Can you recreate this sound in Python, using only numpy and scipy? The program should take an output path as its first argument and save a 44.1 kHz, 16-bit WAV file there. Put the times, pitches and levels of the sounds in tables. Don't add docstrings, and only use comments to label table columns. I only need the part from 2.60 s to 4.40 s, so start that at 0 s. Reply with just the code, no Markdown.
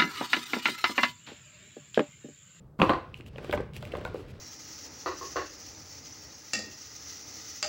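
import sys
import numpy as np
from scipy import signal
from scipy.fft import rfft, irfft, next_fast_len
from scipy.io import wavfile
from scipy.ndimage import uniform_filter1d

SR = 44100
rng = np.random.default_rng(int(sys.argv[2]) if len(sys.argv) > 2 else 0)


def generate_wav(sig):
    pcm = np.round(np.clip(np.atleast_2d(sig).T, -1, 1) * 32767).astype(np.int16)
    wavfile.write(sys.argv[1], SR, pcm)


N = 79380
HIT = np.arange(SR // 3) / SR

# multiple of its pitch, level in dB, t60 in seconds.
CAP_MODES = [(.86, -10, 0.005), (1, -5, 0.01), (1.13, -8, 0.0078), (1.55, -14.5, 0.0036)]
# frequency in Hz, relative dB per Hz.
CLACK_COLOUR = [(100, -49), (400, 4), (1100, 4.5), (1600, -2.5), (2500, -15), (4400, -22.5), (5500, -28),
                (16000, -59.5)]

CAP_ATTACK_S = 0.0004
BODY_TUNING = 0.97


def amp(db):
    return 10 ** (np.asarray(db) / 20)


def unit(x):
    return x / np.sqrt(np.mean(x ** 2) + 1e-20)


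def along(points, hz):
    f, v = np.transpose(points)
    return np.interp(np.log(hz + 1), np.log(f + 1), v)


def fade(t, t60):
    return np.exp(-np.log(1000) * t / t60)


def onset(t, rise_s):
    return 1 - np.exp(-(t / rise_s) ** 2)


def padded(x):
    return np.pad(x, (0, len(HIT) - len(x)))


def add(track, s, sound):
    part = track[max(round(s * SR), 0):][:len(sound)]
    part += sound[:len(part)]


def filtered(x, response):
    m = next_fast_len(len(x) + 1024)
    spectrum = rfft(x, m) * response(np.fft.rfftfreq(m, 1 / SR))
    return irfft(spectrum, m)[:len(x)]


def noise(spectrum, size):
    white = rng.standard_normal(size)
    return unit(filtered(white, lambda hz: amp(along(spectrum, hz))))


def grain(size, depth_db):
    wander = unit(uniform_filter1d(rng.standard_normal(size), size=90))
    return unit(amp(depth_db * wander))


def burst(spectrum, t60, size=1400):
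    t = HIT[:size]
    envelope = fade(t, t60) * onset(t, rise_s=0.00032)
    envelope_rms = np.sqrt(np.mean(envelope ** 2))
    return padded(unit(noise(spectrum, size) * envelope) * envelope_rms)


def ring(modes, pitch, attack_s, scatter_db, detune):
    waver_rad = 0.5
    chance = rng.standard_normal((len(modes), 2))
    drifts = rng.standard_normal((len(modes), 40))
    out = np.zeros(len(HIT))
    for k, ((hz, db, t60), (a, b), drift) in enumerate(zip(modes, chance, drifts)):
        t = HIT[:int(t60 * SR)]
        waver = waver_rad * np.interp(t, np.linspace(0, HIT[-1], len(drift)), drift)
        mode_hz = hz * pitch * (1 + detune * b)
        level = (-1) ** k * amp(db + scatter_db * a)
        out[:len(t)] += level * fade(t, t60) * np.sin(2 * np.pi * mode_hz * t + waver)
    return out * onset(HIT, attack_s)


def bump(hz, cycles, size=3000):
    swings = HIT[:size] * hz
    swell = swings / cycles * np.exp(1 - swings / cycles)
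    tone = np.sin(2 * np.pi * swings)
    return padded(swell * (tone + 0.16 * noise(CLACK_COLOUR, size)))


def movement():
    # time in seconds, rumble level in dB, shuffling level in dB.
    arm_path = [(0, -49.5, -68.5), (.18, -70, -82), (0.271, -36, -36.5), (.45, -53.5, -58),
                (.70, -50.5, -60.5), (.79, -44, -49.5), (.88, -50, -45), (.98, -35, -44.5),
                (1.109, -48.5, -63.5), (1.199, -42, -53), (1.31, -46.5, -48), (1.37, -41, -44.5),
                (1.49, -44.5, -48.5), (1.62, -47.5, -52), (1.8, -49.5, -53)]
    # frequency in Hz, relative dB per Hz.
    rumble_colour = [(15, -23), (35, -9.5), (60, 2), (90, 2.5), (140, -2), (200, -6), (400, -33),
                     (1500, -78), (4000, -130)]
    shuffle_colour = [(30, -22), (200, -2.5), (450, 2), (800, -13.5), (1600, -15), (3000, -20), (5000, -26),
                      (7000, -35.5), (16000, -42)]
    s, *levels = np.transpose(arm_path)
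    rumble_gain, shuffle_gain = [amp(np.interp(np.arange(N) / SR, s, db)) for db in levels]
    rumble = rumble_gain * noise(rumble_colour, N)
    shuffle = shuffle_gain * noise(shuffle_colour, N) * grain(N, depth_db=1.5)
    return rumble + shuffle


def room_air():
    # frequency in Hz, relative dB per Hz.
    air_colour = [(20, -7.5), (60, -3), (100, -7), (143, 7), (190, -11.5), (450, -15), (700, -24),
                  (1200, -27), (2500, -50.5), (6000, -51.5), (16000, -42)]
    return amp(-52.5) * noise(air_colour, N)


def slides():
    # start in seconds, length in seconds, level in dB.
    scrapes = [(0.181, 0.092, -49.5), (.548, 0.061, -56.5), (0.655, 0.039, -54), (0.762, 0.028, -62),
               (0.813, 0.12, -57.5), (0.919, 0.046, -44.5), (0.963, 0.033, -62), (1.131, 0.065, -50),
               (1.151, 0.027, -47.5), (1.187, 0.12, -56.5), (1.323, 0.08, -59), (1.438, 0.055, -55),
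               (1.529, 0.12, -57), (1.674, 0.053, -57)]
    # frequency in Hz, relative dB per Hz.
    hiss_colour = [(200, 10), (1500, -11), (2800, -6.5), (4000, -6.5), (5500, -13), (8000, -11.5),
                   (9500, -17.5), (11500, -8.5), (15500, -15)]
    slips_per_s, slip_hz, slip_db, slip_spread_db = 530, 2800, -7, 1
    size = len(HIT)
    out = np.zeros(N)
    for s, length, db in scrapes:
        n = int(length * SR)
        happens = rng.random(size) < slips_per_s / SR
        slips = happens * amp(slip_spread_db * rng.standard_normal(size))
        plastic = ring(CAP_MODES, slip_hz, CAP_ATTACK_S, scatter_db=7.5, detune=0.024)
        ticks = unit(signal.fftconvolve(slips, plastic)[:size])
        hiss = noise(hiss_colour, size) * grain(size, depth_db=2.5)
        scrape = hiss + amp(slip_db) * ticks
        add(out, s, amp(db) * scrape[:n] * signal.windows.tukey(n, 0.5))
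    return out


def heavy_item():
    # start in seconds, thump level in dB, thump pitch in Hz, table ring in dB, clack in dB.
    landings = [(0.19, -26.5, 203, -35.5, -33), (0.1986, -25, 180.6, -25.5, -28.5),
                (.217, -23.5, 186, -20.5, -11.5), (0.2264, -14, 324, -24.5, -22.5),
                (.294, -21.5, 307, -19.5, -14.5), (0.3026, -32, 426, -23.5, -19),
                (.334, -21.5, 343, -36, -22.5)]
    # frequency in Hz before BODY_TUNING, level in dB, t60 in seconds.
    board_modes = [(82.3, -20.5, 0.79), (138, -23, 0.098), (186.5, -4, .16), (237, -8, 0.078),
                   (326.6, 3, 0.063), (331.9, 0.5, 0.15), (367, -6.5, 0.11), (514.2, -12, 0.24),
                   (540, -1.5, 0.12), (726, -12, .18), (832, -16, 0.16), (980, -6.5, 0.055),
                   (1040, -10, 0.27), (1102.6, -2.5, 0.12), (1208, -9.5, 0.16), (1487, -8, 0.056)]
    # frequency in Hz, relative dB per Hz.
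    clatter_colour = [(50, -34), (130, -16), (350, -2), (800, 6.5), (1100, 4), (1500, -4), (1900, -5.5),
                      (2250, -10), (2700, -13.5), (3500, -15), (4400, -14), (5200, -37.5), (8000, -43),
                      (16000, -43)]
    rattle_db, rattle_t60, clatter_t60 = -14.5, 0.2, 0.029
    out = np.zeros(N)
    for s, thump_db, hz, ring_db, clack_db in landings:
        board = ring(board_modes, BODY_TUNING, attack_s=0.00075, scatter_db=1.0, detune=0.0039)
        buzz = burst(clatter_colour, rattle_t60, size=len(HIT)) * grain(len(HIT), depth_db=3.5)
        clack = burst(clatter_colour, clatter_t60) + amp(rattle_db) * buzz
        thump = bump(hz, cycles=0.95)
        add(out, s, amp(thump_db) * thump + amp(ring_db) * board + amp(clack_db) * clack)
    return out


def caps():
    # start in seconds, ring and crack level in dB, pitch in Hz, snap level in dB.
    clicks = [(.1995, -22.5, 2560, -41), (.217, -6.5, 2630, -56), (.294, -18.5, 2630, -30.5),
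              (0.5425, -27, 2550, -44), (0.6085, -34.5, 2520, -47.5), (0.663, -40, 2750, -53),
              (0.7592, -36, 2796, -70), (0.782, -31.5, 2530, -44), (0.845, -32, 2350, -41),
              (.8954, -34, 2190, -59), (.9112, -30.5, 3350, -32.5), (.926, -19.5, 2040, -29),
              (0.9352, -21.5, 2180, -53), (0.9754, -28, 2310, -63), (1.007, -57, 2800, -44),
              (1.135, -39, 2750, -43), (1.165, -30.5, 2700, -33), (1.2254, -30.5, 3080, -39),
              (1.252, -29, 2650, -37.5), (1.3194, -29.5, 2690, -45), (1.323, -30.5, 2640, -47),
              (1.351, -29, 1950, -46), (1.369, -47, 2880, -40), (1.412, -41, 2520, -47),
              (1.4504, -30, 2430, -32.5), (1.543, -49, 2600, -44.5), (1.558, -43, 2750, -59)]
    # frequency in Hz, relative dB per Hz.
    crack_colour = [(400, -25), (1500, -12), (2200, 2), (2700, 4), (3300, -2.5), (4400, -29), (5300, -31.5),
                    (16000, -52)]
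    snap_colour = [(500, -38), (2000, -1), (4000, 8.5), (6000, -2.5), (8000, 1.5), (11000, -1),
                   (15000, 2.5)]
    crack_db, crack_t60, snap_t60 = -11.5, 0.015, 0.008
    out = np.zeros(N)
    for s, ring_db, hz, snap_db in clicks:
        plastic = ring(CAP_MODES, hz, CAP_ATTACK_S, scatter_db=3.5, detune=0.0056)
        body = plastic + amp(crack_db) * burst(crack_colour, crack_t60)
        add(out, s, amp(ring_db) * body + amp(snap_db) * burst(snap_colour, snap_t60))
    return out


def tabletop_bumps():
    # start in seconds, level in dB, pitch in Hz.
    bumps = [(0.6, -38, 315), (.759, -37.5, 560), (.783, -36, 470), (.845, -33, 500), (0.8951, -23, 372),
             (0.9385, -21.5, 463), (0.951, -29.5, 222), (0.978, -27.5, 308), (0.992, -34, 364),
             (1.002, -21, 463), (1.013, -51, 413), (1.338, -22, 498), (1.382, -28, 398), (1.414, -30, 394),
             (1.5452, -24, 450), (1.557, -28, 450), (1.594, -33, 382), (1.604, -35.5, 370)]
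    out = np.zeros(N)
    for s, db, hz in bumps:
        add(out, s, amp(db) * bump(hz, cycles=0.67))
    return out


def hollow(knocks, modes):
    out = np.zeros(N)
    for s, ring_db, clack_db in knocks:
        body = ring(modes, BODY_TUNING, attack_s=0.00091, scatter_db=1.2, detune=0.0035)
        clack = burst(CLACK_COLOUR, t60=0.027)
        add(out, s, amp(ring_db) * body + amp(clack_db) * clack)
    return out


def hollow_case():
    # start in seconds, ring level in dB, clack level in dB.
    case_knocks = [(.7822, -43.5, -36.5), (.846, -51, -40), (.8955, -44, -49), (.9272, -23.5, -25.5),
                   (.936, -23.5, -34.5), (.9755, -42, -30), (1.2255, -41, -36.5), (1.336, -38.5, -45),
                   (1.352, -35, -30.5), (1.411, -43.5, -47)]
    # frequency in Hz before BODY_TUNING, level in dB, t60 in seconds.
    case_modes = [(428, -7, 0.12), (485, -6, 0.056), (618, -3.5, 0.19), (843, -11.5, 0.096),
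                  (1057, -7.5, 0.043), (1588, -6, 0.065), (1748, -6.5, 0.031), (2025, -9, 0.038),
                  (2200, -14.5, 0.045), (2170, -18, 0.036)]
    return hollow(case_knocks, case_modes)


def small_jar():
    # start in seconds, ring level in dB, clack level in dB.
    jar_knocks = [(1.451, -32, -49), (1.4615, -43.5, -37), (1.475, -47, -36)]
    # frequency in Hz before BODY_TUNING, level in dB, t60 in seconds.
    jar_modes = [(514, 1.5, 0.065), (616, -5, 0.11), (930, -4.5, 0.062), (1060, -2.5, 0.043),
                 (1460, -3, 0.05), (1570, 0.5, 0.057), (2286, -15, .06)]
    return hollow(jar_knocks, jar_modes)


def room(x):
    # frequency in Hz, t60 in seconds.
    tail_decay = [(100, 0.33), (400, 0.32), (1100, 0.39), (2800, 0.46), (7000, 0.23), (16000, 0.3)]
    # frequency in Hz, tail gain in dB.
    tail_colour = [(60, -4.5), (300, -3), (1100, 0.5), (2800, -6.5), (7000, 2), (16000, -12)]
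    # delay in seconds, level in dB.
    wall_echoes = [(.0042, -27), (.0105, -15.5), (.019, -24)]
    tail_db, build_s = -7.5, 0.0027
    hz, t, bands = signal.stft(rng.standard_normal(len(HIT)), SR, nperseg=256)
    decaying = bands * fade(t, along(tail_decay, hz)[:, None])
    tail = signal.istft(decaying, SR, nperseg=256)[1][:len(HIT)]
    tail = tail * (1 - np.exp(-HIT / build_s))
    tail = tail / np.linalg.norm(tail)
    response = amp(tail_db) * filtered(tail, lambda f: amp(along(tail_colour, f)))
    response[0] += 1
    for s, db in wall_echoes:
        add(response, s, amp([db]))
    return signal.fftconvolve(x, response)[:N]


def scene():
    knocks = room(heavy_item() + tabletop_bumps()) + room(caps())
    knocks = knocks + room(hollow_case()) + room(small_jar())
    return (movement() + room_air() + slides() + knocks)[None]


def record(dry):
    # centre in Hz, width in Hz of one pass (each dip is applied twice).
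    dull_spots = [(9450, 467), (13300, 1340)]
    low_cut_hz, top_hz = 22, 15900

    def microphone(f):
        dips = np.prod([np.abs(f - hz) / np.hypot(f - hz, width) for hz, width in dull_spots], axis=0)
        low_cut = 1j * f / (low_cut_hz + 1j * f)
        return dips ** 2 * low_cut * (f < top_hz)

    return filtered(dry[0], microphone)[None]


dry = scene()
out = record(dry)
generate_wav(out)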